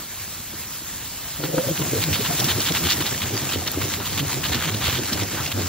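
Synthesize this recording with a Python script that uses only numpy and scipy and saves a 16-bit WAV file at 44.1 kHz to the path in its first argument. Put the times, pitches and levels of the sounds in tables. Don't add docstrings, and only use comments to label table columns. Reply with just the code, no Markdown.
import sys
import numpy as np
from scipy import signal
from scipy.fft import rfft, irfft, next_fast_len
from scipy.io import wavfile
from scipy.ndimage import uniform_filter1d, map_coordinates

SR = 44100
rng = np.random.default_rng(int(sys.argv[2]) if len(sys.argv) > 2 else 0)


def wav_out(sig):
    wavfile.write(sys.argv[1], SR, np.round(np.clip(np.atleast_2d(sig).T, -1, 1) * 32767).astype(np.int16))


N = 250488

# t/s, level/dB
SIZZLE_LEVEL = [(0.0, -32.5), (1.3, -31), (1.66, -27), (2.3, -25), (2.8, -24.5), (3.18, -29.5),
                (4.0, -29.5), (5.68, -30.5)]
# f/Hz, level/dB (per Hz)
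SIZZLE_COLOUR = [(300, -12), (1000, -3), (3000, -3), (5200, -2), (7500, .5), (10000, 0), (12000, -1.5),
                 (16000, -5.5)]
STEAM_COLOUR = [(400, -11), (900, -2), (1700, -3), (2300, -4), (3200, -2.5), (5200, -4), (7000, -3),
                (16000, -19.5)]
SEETHE_COLOUR = [(60, -34), (120, -2), (160, 2), (290, -0.5), (450, -7), (750, -10), (1500, -27)]
THROB_COLOUR = [(30, -37), (60, -12), (95, 1), (130, -5.5), (250, -28.5)]
RUMBLE_COLOUR = [(20, -36.5), (45, -3.5), (80, -2), (230, -8), (350, -15), (700, -16.5), (2000, -28)]
JET_COLOUR = [(400, -15), (900, -4), (1500, -1.5), (2200, -3.5), (3200, 1.5), (4500, -1.5), (5200, -9.5),
              (7000, -7.5), (16000, -11.5)]
# t/s (middle), rms level/dB, length scale/s, central f/Hz, splash above throb/dB
BUBBLES = [(0.542, -37.5, 0.011, 222, 0), (0.605, -45, 0.008, 258, 4), (1.403, -29, 0.016, 161, -2),
           (1.452, -25.5, 0.029, 147.7, -0.5), (1.501, -29, 0.016, 148.4, -4.5),
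           (1.544, -23.5, 0.015, 162.1, -1.5), (1.584, -21.5, 0.018, 160.5, -1.5),
           (1.677, -25, 0.023, 135.7, -5), (1.713, -23.5, 0.0247, 150, -6.5), (1.817, -23, 0.0266, 164, -5),
           (1.938, -25, 0.036, 130.2, 0), (1.991, -24.5, 0.036, 99.7, -8.5), (2.084, -22.5, 0.038, 157, -9),
           (2.123, -21, 0.017, 87.4, -14.5), (2.198, -33, 0.019, 200, 6.5),
           (2.229, -27.5, 0.0228, 99.4, -11.5), (2.3, -25.5, 0.015, 150, -2.5),
           (2.344, -30, 0.022, 140, -1.5), (2.403, -27, 0.016, 120, -3), (2.448, -23.5, 0.02, 124.8, -9),
           (2.595, -30, 0.039, 100.6, 1.5), (2.712, -22, 0.016, 160, -2.5), (2.83, -28.5, 0.033, 170, -4),
           (2.865, -25.5, 0.027, 90.5, -4), (3.006, -31.5, 0.031, 159.8, 2),
           (3.129, -23.5, 0.01, 122.5, -4.5), (3.236, -31, 0.02, 210, -9), (3.338, -26, 0.044, 100, -3.5),
           (3.44, -30.5, 0.045, 132, -8.5), (3.574, -25, 0.043, 89.1, -4), (3.779, -27.5, 0.037, 89.6, 1.5),
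           (3.849, -30, 0.077, 100, -3.5), (4.008, -29, 0.018, 100.4, -2),
           (4.126, -32.5, 0.017, 89.7, -0.5), (4.228, -25.5, 0.048, 151.2, -4),
           (4.372, -27.5, 0.044, 130.3, -4.5), (4.513, -26, 0.034, 81.4, -3),
           (4.563, -26, 0.023, 111.1, -1.5), (4.68, -24.5, 0.024, 150.4, -5),
           (4.749, -25, 0.06, 98.6, -10.5), (4.885, -26, 0.0199, 80.8, -1.5),
           (4.992, -27.5, 0.039, 129.4, -1), (5.165, -28.5, 0.038, 109.6, -1),
           (5.225, -25, 0.048, 96.4, -7.5), (5.343, -30.5, 0.015, 120, -1.5),
           (5.419, -34, 0.033, 128.6, 0.5), (5.59, -24, 0.0483, 100.3, -5),
           (5.65, -27.5, 0.056, 91.2, -7.5)]
# t/s (middle), rms level/dB, length scale/s, treble above body/dB
STEAM_JETS = [(1.446, -31, 0.022, -6.5), (1.583, -26.5, 0.0098, -25.5), (1.771, -30, 0.017, -1),
              (1.821, -29, 0.0088, -10.5), (2.033, -23, 0.022, 4.5), (2.148, -23.5, 0.028, 1),
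              (2.213, -28, 0.018, 3.5), (2.26, -24, 0.026, -4), (2.392, -25.5, 0.025, 5.5),
              (2.453, -27, 0.024, 8), (2.502, -19.5, 0.03, 3), (2.614, -25.5, 0.022, 2),
              (2.675, -21.5, 0.041, 3.5), (2.763, -22.5, 0.029, 0), (2.864, -23.5, 0.043, 1),
              (2.91, -19, 0.033, 4.5), (3.016, -25.5, 0.02, 1), (3.069, -23.5, 0.022, 1.5),
              (3.227, -25.5, 0.024, 2), (3.536, -26, 0.032, 1), (3.675, -24.5, 0.018, -0.5),
              (3.82, -25.5, 0.0082, -6), (3.938, -25.5, 0.014, 1), (4.015, -32, 0.03, -17.5),
              (4.064, -27, 0.022, 6), (4.193, -23, 0.028, 1.5), (4.452, -23, 0.026, -2),
              (4.529, -21.5, 0.014, -2), (4.554, -24.5, 0.0306, -3), (4.628, -26.5, 0.0783, -3.5),
              (4.691, -24.5, 0.019, -5), (4.747, -25, 0.0091, 4), (4.828, -27.5, 0.023, -8),
              (4.858, -21.5, 0.034, 3.5), (4.889, -23.5, 0.031, -4), (4.953, -25, 0.054, 1.5),
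              (5.132, -25, 0.014, 10), (5.191, -32, 0.0313, -16), (5.221, -27, 0.0098, 0),
              (5.389, -30, 0.0395, -16.5), (5.521, -24, 0.011, 2)]
# t/s (middle), central f/Hz, rms level/dB, length scale/s
TRAPPED_AIR = [(1.45, 519.4, -32, 0.016), (1.492, 530, -32.5, 0.027), (1.54, 520, -23.5, 0.015),
               (1.585, 520, -18, 0.019), (1.645, 535, -30, .03), (1.691, 546, -25, .018),
               (1.715, 530, -30, .014), (1.965, 470.2, -25.5, .02), (2.207, 420, -25.5, .009),
               (2.309, 710, -26, 0.02), (2.423, 785, -27, 0.0091)]
# t/s, rms level over the first millisecond/dB, f/Hz
DROPLETS = [(1.694, -19, 12180), (2.13, -15, 3000), (2.401, -15, 5800), (2.444, -14, 6500),
            (2.605, -18, 3860), (2.722, -18, 4000), (2.902, -15, 3900), (2.921, -15, 3620),
            (2.932, -15, 3420), (3.677, -18, 3910), (3.717, -17, 12500), (4.547, -17, 4240),
            (5.132, -16, 4300)]
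# f/Hz, likeness (0 to 1), phase between them/rad
PORT_LIKENESS = [(60, .96, 0), (330, .88, 0), (520, .25, 0), (750, .5, 0), (1100, .85, 0), (1500, .995, 0),
                 (2100, .995, 0), (2500, .8, .45), (4200, .8, .5), (5000, .35, 1.6), (7300, .45, 2.7),
                 (8300, 1, np.pi), (11500, 1, np.pi), (12300, .45, 3.7), (14000, .4, 4.8),
                 (14700, .45, 5.9), (16000, .7, 6.2)]
# f/Hz, level/dB
PORT_TILT = [(60, -1), (500, .4), (2000, 0), (3000, -1.5), (6000, 0)]

BOILS_S = 1.37
TOP_HZ = 15750
WINDOW = 8192
HALF_S = WINDOW / 2 / SR


def amp(db):
    return 10 ** (np.asarray(db) / 20)


def unit(x):
    return x / np.sqrt(np.mean(x ** 2) + 1e-20)


def along(points, hz, axis=1):
    rows = np.transpose(points)
    return np.interp(np.log(hz + 1), np.log(rows[0] + 1), rows[axis])


def level_curve(rows):
    seconds, level_db = np.transpose(rows)
    return np.interp(np.arange(N) / SR, seconds, level_db)


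def wobble(rate, size=N):
    knots = rng.standard_normal(size // 16)
    used = knots[:int(size * rate / SR) + 4]
    return map_coordinates(used, [np.arange(size) * rate / SR])


def filtered(x, response):
    length = next_fast_len(x.shape[-1] + 4096)
    spectrum = rfft(x, length) * response(np.fft.rfftfreq(length, 1 / SR))
    return irfft(spectrum, length)[..., :x.shape[-1]]


def resonance(centre_hz, sharp):
    def response(hz):
        damping = 1j * hz * centre_hz / sharp
        return damping / (centre_hz ** 2 - hz ** 2 + damping)
    return response


def crackle(grain_db, rate, size=N):
    return rng.standard_normal((2, size)) * amp(grain_db * wobble(rate, size=size))


def rush(source, colour, patchy_db):
    grid = signal.stft(source, nperseg=512)[2]
    patches = rng.standard_normal(grid.shape[1:])
    patches = uniform_filter1d(uniform_filter1d(patches, 8, 0), 8, 1)
    patched = signal.istft(grid * amp(patchy_db * unit(patches)), nperseg=512)[1][:, :N]
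    return unit(filtered(patched, lambda hz: amp(along(colour, hz))))


def swell(length, rise, fall, edge):
    t = np.arange(-WINDOW // 2, WINDOW // 2) / SR
    side = length * np.where(t < 0, rise, fall)
    return np.exp(-np.abs(t / side) ** edge)


def shaped(x, bell):
    return x * bell * np.sqrt(np.mean(bell ** 2) / np.mean((x * bell) ** 2))


def add(track, s, sound):
    start = round(s * SR)
    track[:, start:start + sound.shape[1]] += sound[:, :N - start]


def boiling(before_db, after_db, rise_s):
    since = np.maximum(np.arange(N) / SR - BOILS_S, 0)
    return after_db + (before_db - after_db) * np.exp(-since / rise_s)


def sizzle(sputter, spent):
    level_db = level_curve(SIZZLE_LEVEL) + 0.78 * sputter - 0.41 * spent
    return amp(level_db) * rush(crackle(grain_db=1.0, rate=900), SIZZLE_COLOUR, patchy_db=1.5)


def steam(sputter, spent):
    level_db = boiling(before_db=-55, after_db=-32, rise_s=0.48) + 2.0 * sputter - 0.46 * spent
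    return amp(level_db) * rush(crackle(grain_db=3.5, rate=400), STEAM_COLOUR, patchy_db=2.5)


def seethe():
    level_db = boiling(before_db=-49, after_db=-34.5, rise_s=0.11) + 1.9 * wobble(22.07)
    return amp(level_db) * rush(crackle(grain_db=2.0, rate=110), SEETHE_COLOUR, patchy_db=1.5)


def deep_throb():
    level_db = boiling(before_db=-47.5, after_db=-34, rise_s=0.5)
    return amp(level_db) * rush(crackle(grain_db=4.0, rate=19), THROB_COLOUR, patchy_db=0.8)


def far_rumble():
    return amp(-43.5) * rush(crackle(grain_db=2.2, rate=21), RUMBLE_COLOUR, patchy_db=0.5)


def bed(jets):
    sputter = wobble(18)
    jet_strength = unit(uniform_filter1d(np.abs(jets[0]), size=1500))
    spent = np.roll(jet_strength, 1900)
    return sizzle(sputter, spent) + steam(sputter, spent) + seethe() + deep_throb() + far_rumble()


def glugs():
    track = np.zeros((2, N))
    for s, db, length, hz, splash_db in BUBBLES:
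        drifting_hz = [hz * (1 + 0.0812 * wobble(44.8, size=WINDOW)) for path in range(2)]
        turn = 2 * np.pi * np.cumsum(drifting_hz, axis=1) / SR
        throb = np.sin(turn) - 0.26 * np.cos(2 * turn)

        crests = amp(13 * np.sin(turn) + 1.9 * wobble(hz, size=WINDOW))
        knocks = crests * (1 + 7.2 * crackle(grain_db=2.5, rate=310, size=WINDOW))
        ring = resonance(centre_hz=285 * np.exp(0.089 * rng.standard_normal()), sharp=3.24)
        dip = resonance(centre_hz=540, sharp=1.8)
        body = resonance(centre_hz=420, sharp=0.6)
        splash = filtered(knocks, lambda f: (ring(f) - 0.4 * dip(f)) * body(f))

        bell = swell(length, rise=0.73, fall=0.67, edge=1.25)
        sound = amp(db) * shaped(throb, bell) + amp(db + splash_db) * shaped(splash, bell)
        add(track, s - HALF_S, sound)
    return track


def spurts():
    track = np.zeros((2, N))
    for s, db, length, treble_db in STEAM_JETS:
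        gap_hz = 2500 * np.exp(0.051 * treble_db + 0.13 * rng.standard_normal())
        droplets = 1 + 6.6 * (rng.random(size=WINDOW) < 0.008)
        grains = crackle(grain_db=2.5, rate=600, size=WINDOW) * droplets

        def through_gap(centre_hz):
            gap = resonance(centre_hz, sharp=3.5)

            def response(hz):
                lift_db = treble_db * along([(1400, 0.11), (4200, 1)], hz)
                return (1 + 0.55 * gap(hz)) * amp(along(JET_COLOUR, hz) + lift_db)
            return unit(filtered(grains, response))

        wide = through_gap(gap_hz / 1.25)
        narrow = through_gap(gap_hz * 1.25)
        t = np.arange(-WINDOW // 2, WINDOW // 2) / SR
        closing = np.clip(0.5 + t / length, 0, 1)
        jet = wide + closing * (narrow - wide)
        add(track, s - HALF_S, amp(db) * shaped(jet, swell(length, rise=0.69, fall=0.7, edge=3.35)))
    return track


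def hollow():
    track = np.zeros((2, N))
    for s, hz, db, length in TRAPPED_AIR:
        turn = 2 * np.pi * np.cumsum(hz * (1 + 0.015 * wobble(23.8, size=WINDOW))) / SR

        def breath():
            return wobble(68.4, size=WINDOW) + 0.44 * wobble(449, size=WINDOW)

        hum = np.array([breath() * np.sin(turn) + breath() * np.cos(turn) for path in range(2)])
        add(track, s - HALF_S, amp(db) * shaped(hum, swell(length, rise=0.67, fall=1.0, edge=1.25)))
    return track


def pops():
    track = np.zeros((2, N))
    t = np.arange(2048) / SR
    ping = resonance(centre_hz=5620, sharp=80)
    fade = amp(-60 * t / 0.0025) + 0.33 * amp(-60 * t / 0.052)
    onset = np.minimum(t / 0.0001, 1)
    for s, db, hz in DROPLETS:
        spit = rng.standard_normal((2, len(t))) * fade * onset
        pitch = resonance(hz, sharp=1.7)
        burst = filtered(spit, lambda f: pitch(f) * (1 + 2.5 * ping(f)))
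        first_ms_rms = np.sqrt(np.mean(burst[:, :44] ** 2))
        add(track, s - 0.0006, amp(db) * burst / first_ms_rms)
    return track


def scene():
    jets = spurts()
    return bed(jets) + glugs() + jets + hollow() + pops()


def record(dry):
    def path_gains(hz):
        turn = np.arccos(np.clip(along(PORT_LIKENESS, hz), 0, 1)) / 2
        return np.array([np.cos(turn), np.sin(turn)])

    def left_right_gains(hz):
        half_phase = np.exp(0.5j * along(PORT_LIKENESS, hz, axis=2))
        half_tilt = amp(along(PORT_TILT, hz) / 2)
        opposite = np.array([[1], [-1]])
        return (half_phase * half_tilt) ** opposite * (hz < TOP_HZ)

    shared, scattered = filtered(dry, path_gains)
    return filtered(np.array([shared + scattered, shared - scattered]), left_right_gains)


dry = scene()
out = record(dry)
wav_out(out)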